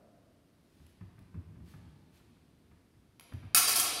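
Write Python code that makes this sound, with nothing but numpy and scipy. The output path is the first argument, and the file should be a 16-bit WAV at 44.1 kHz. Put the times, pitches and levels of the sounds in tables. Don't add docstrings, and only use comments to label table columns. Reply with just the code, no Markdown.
import sys
import numpy as np
from scipy import signal
from scipy.fft import rfft, irfft, next_fast_len
from scipy.io import wavfile
from scipy.ndimage import map_coordinates

SR = 44100
rng = np.random.default_rng(int(sys.argv[2]) if len(sys.argv) > 2 else 0)


def file_out(sig):
    cols = np.atleast_2d(sig).T
    lim = np.clip(cols, -1, 1)
    pcm = np.round(lim * 32767).astype(np.int16)
    wavfile.write(sys.argv[1], SR, pcm)


N = 176400


def amp(db):
    return 10 ** (np.asarray(db) / 20)


def unit(x):
    return x / np.sqrt(np.sum(x ** 2) + 1e-20)


def along(points, hz):
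    f, values = np.transpose(points)
    return np.interp(np.log(hz + 1), np.log(f + 1), values)


def fade(t, t60):
    return np.exp(-np.log(1000) * t / np.maximum(t60, 1e-4))


def mode(t, hz, db, t60):
    return amp(db) * fade(t, t60) * np.sin(2 * np.pi * (hz * t + rng.random()))


def noise(spectrum, size):
    gain = amp(along(spectrum, np.fft.rfftfreq(size, 1 / SR)))
    return unit(irfft(rfft(rng.standard_normal(size)) * gain, size)) * np.sqrt(size)


def add(track, start_s, sound):
    i = round(start_s * SR)
    track[i:i + len(sound)] += sound[:N - i]


# f/Hz, t60/s
HALL_DECAY = [(100, 1.34), (500, 4.6), (1300, 1.13), (3500, 2.7), (6000, 1.15), (9000, 0.97), (15000, 0.37)]


def hall(x, wet_db, delay_s=0.0048, build_s=0.005, echo_span_s=0.035, echo_db=-12.5):
    hz, t, white = signal.stft(rng.standard_normal(3 * SR // 2), SR, nperseg=256)
    tail = signal.istft(white * fade(t, along(HALL_DECAY, hz)[:, None]), SR, nperseg=256)[1]
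    late_s = np.maximum(np.arange(len(tail)) / SR - delay_s, 0)
    response = amp(wet_db) * unit(tail * (1 - np.exp(-late_s / build_s)))
    echo_at = (SR * echo_span_s * (.1 + rng.random(size=10))).astype(int)
    response[echo_at] += amp(wet_db + echo_db) * unit(rng.standard_normal(size=10))
    response[0] += 1
    return signal.fftconvolve(x, response)[:N]


# f/Hz, level/dB
ROOM_TONE = [(20, -13), (40, -8.5), (85, -2.5), (175, -4.5), (300, -4), (470, -16), (800, -22), (1400, -24),
             (2400, -28), (4800, -30.5), (7400, -37), (9000, -33), (13500, -38), (15000, -43), (15800, -49)]
# f/Hz, level/dB
HOLLOW = [(200, -13.5), (450, -9.5), (550, -2.5), (690, -2.5), (820, -19.5), (1250, -19), (2000, -32),
          (5000, -62)]


def room(tone_db=-65.5, waver_db=0.16, waver_per_s=6, hollow_db=-63, hollow_t60_s=2.04):
    t = np.arange(N) / SR
    waver = map_coordinates(rng.standard_normal(size=200), [t * waver_per_s])
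    tone = amp(tone_db - waver_db * waver) * noise(ROOM_TONE, N)
    return tone + amp(hollow_db) * fade(t, hollow_t60_s) * noise(HOLLOW, N)


# peak t/s, rise sigma/s, fall sigma/s, level/dB
SWISHES = [(.85, 0.15, 0.052, -76.5), (1.705, 0.036, 0.037, -67.5), (2.17, 0.031, 0.024, -70)]
# f/Hz, level/dB
RUBBING = [(200, -4), (900, 2.5), (2200, 5), (4500, 3), (7500, -3.5), (11500, -1.5), (16000, -9)]


def swishes():
    t = np.arange(N) / SR
    envelope = sum(amp(db) * np.exp(-.5 * ((t - peak_s) / np.where(t < peak_s, rise_s, fall_s)) ** 2)
                   for peak_s, rise_s, fall_s, db in SWISHES)
    return hall(envelope * noise(RUBBING, N), wet_db=-2)


# t/s, thud level/dB, slap level/dB
STEPS = [(0.796, -21.5, -36.5), (1.007, -14.5, -25.5), (1.18, -20.5, -34.5), (1.342, -8, -27.5),
         (1.555, -19, -38), (1.603, -18, -38), (1.736, -17.5, -29), (1.85, -23.5, -44), (2.2, -34.5, -39),
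         (2.364, -33, -39), (2.712, -32, -32), (2.959, -29, -52), (3.32, -8.5, -22), (3.429, -15, -26.5)]
# f/Hz, level/dB, t60/s
FLOOR_MODES = [(67, -17.5, 0.053), (84.4, -0.5, 0.25), (111.4, 1.5, 0.11), (154.5, 7.5, 0.12),
               (212.5, -7.5, 0.088), (252.6, -5.5, 0.064)]
# f/Hz, level/dB
BOARDS = [(30, -34), (70, 14.5), (150, 0.5), (280, 2), (420, -12.5), (600, -21.5), (1200, -43.5),
          (4000, -76)]
# f/Hz, level/dB
SOLE = [(100, 22.5), (400, -6), (700, 2), (1400, 4), (2500, -5.5), (4000, -34), (12000, -32)]


def footsteps(detune=0.13, boards_db=-9, thud_rise_s=0.031, slap_rise_s=0.0025):
    thuds, slaps, t = np.zeros(N), np.zeros(N), np.arange(SR // 2) / SR
    for start_s, thud_db, slap_db in STEPS:
        boom = sum(mode(t, hz * (1 + detune * rng.normal()), db, t60) for hz, db, t60 in FLOOR_MODES)
        rattle = unit(noise(BOARDS, len(t)) * fade(t, t60=0.23))
        thud = (unit(boom) + amp(boards_db) * rattle) * (1 - np.exp(-t / thud_rise_s))
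        slap = noise(SOLE, len(t)) * fade(t, t60=0.054) * (1 - np.exp(-t / slap_rise_s))
        add(thuds, start_s, amp(thud_db) * unit(thud))
        add(slaps, start_s, amp(slap_db) * unit(slap))
    return hall(thuds, wet_db=-6.5) + hall(slaps, wet_db=-0.5)


# t/s, level/dB
CLICKS = [(0.866, -41), (1.191, -44), (3.1968, -27), (3.209, -31.5), (3.336, -37)]
# f/Hz, level/dB
GUARD = [(300, -1.5), (1200, 6.5), (2500, 6.5), (5000, -1.5), (7500, -6.5), (10000, -4), (11000, 8.5),
         (12500, -6), (16000, -4)]


def hilt(ring_hz=10900, ring_db=-25):
    clicks, t = np.zeros(N), np.arange(SR // 2) / SR
    for start_s, db in CLICKS:
        tick = unit(noise(GUARD, len(t)) * fade(t, t60=0.02))
        ring = unit(np.sin(2 * np.pi * ring_hz * t) * fade(t, t60=0.13))
        add(clicks, start_s, amp(db) * (tick + amp(ring_db) * ring))
    return hall(clicks, wet_db=0.5)


# t/s, relative level/dB, chatter t60/s, treble tilt/(dB/octave)
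CONTACTS = [(3.5468, -17, 0.012, 1.5), (3.5625, -22.5, 0.025, 0), (3.572, -20.5, 0.03, 0),
            (3.678, -24, 0.16, 0), (3.6935, -28, 0.027, 1.5), (3.7578, -23, 0.069, 3),
            (3.783, -29.5, 0.083, -2), (3.797, -24, 0.033, 1.5)]
# f/Hz, level/dB, t60/s
BLADE_MODES = [(737, -9, .9), (1104, -3, .8), (1348, 1.5, .7), (1763, -5, .8), (2331, -5, .7),
               (2530, -3, .7), (2912, -4, .7), (3222, -4, .7), (3924, -4, .7), (4274, -3, .7),
               (4678, -4, .6), (5406, -3, .6), (5872, 4.5, .35), (6385, -2, .5), (8986, -1.5, .5),
               (9048, 0, .55), (10642, 0, .4), (11186, -1, .4), (11807, -2, .4), (15381, -4, .3),
               (15532, -4, .3)]
# f/Hz, spectral density/dB
STEEL = [(120, -40), (170, -21), (300, -7), (540, -11), (700, -1), (960, -9.5), (1200, 2), (1800, -5),
         (2600, -1), (3700, -4.5), (6000, 2), (7300, -1), (9000, 2.5), (11500, 5), (13500, -1.5),
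         (15700, -1.5)]
TOP_HZ = 15800


def blades(gain_db=26.5, blow=0.43, crack_db=-3, ring_db=-10, flex_hz=8.07,
           weak_modes=480, cluster_db=2, cluster_hz=27, radiate_hz=156):
    clatters, rings, t = np.zeros(N), np.zeros(N), np.arange(SR // 2) / SR
    spread = (np.arange(weak_modes) + rng.random(size=weak_modes)) / weak_modes
    crowd_hz = 150 + (TOP_HZ - 150) * spread ** 1.35
    crowd_gain = amp(along(STEEL, crowd_hz)) * np.sqrt(np.gradient(crowd_hz))
    f = np.fft.rfftfreq(SR, 1 / SR)
    octaves = np.log2(np.maximum(f, 1000) / 6000)
    clusters = 1 + sum(amp(cluster_db + mode_db / 2) * np.exp(-.5 * ((f - hz) / cluster_hz) ** 2)
                       for hz, mode_db, _ in BLADE_MODES)
    for start_s, db, chatter_s, tilt_db in CONTACTS:
        lines = np.zeros(len(f), complex)
        lines[crowd_hz.astype(int)] = crowd_gain * np.exp(2j * np.pi * rng.random(weak_modes))
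        crowd = unit(irfft(lines)[:len(t)] * fade(t, t60=0.14))
        crack = unit(noise(STEEL, len(t)) * fade(t, t60=0.011))
        response = rfft(crowd + amp(crack_db) * crack, SR) * clusters * amp(tilt_db * octaves)
        force = unit(rng.laplace(size=len(t)) * fade(t, chatter_s))
        force[0] += blow
        clatter = unit(irfft(rfft(force, SR) * response)[:len(t)])
        ring = sum(mode(t, hz + flex_hz * rng.normal(), mode_db, t60)
                   for hz, mode_db, t60 in BLADE_MODES)
        add(clatters, start_s, amp(db) * hall(clatter, wet_db=-0.5))
        add(rings, start_s, amp(db + ring_db) * unit(ring * (1 - fade(t, chatter_s))))
    radiation = signal.butter(2, radiate_hz, "highpass", fs=SR, output="sos")
    return amp(gain_db) * signal.sosfilt(radiation, clatters + hall(rings, wet_db=-9.5))


def scene():
    return (room() + swishes() + footsteps() + hilt() + blades())[None]


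def record(dry, low_cut_hz=41, edge_hz=70):
    size = next_fast_len(N + SR // 2)
    thinned = signal.sosfilt(signal.butter(2, low_cut_hz, "highpass", fs=SR, output="sos"), dry)
    passband = .5 - .5 * np.tanh((np.fft.rfftfreq(size, 1 / SR) - TOP_HZ) / (2 * edge_hz))
    return irfft(rfft(thinned, size) * passband, size)[:, :N]


dry = scene()
out = record(dry)
file_out(out)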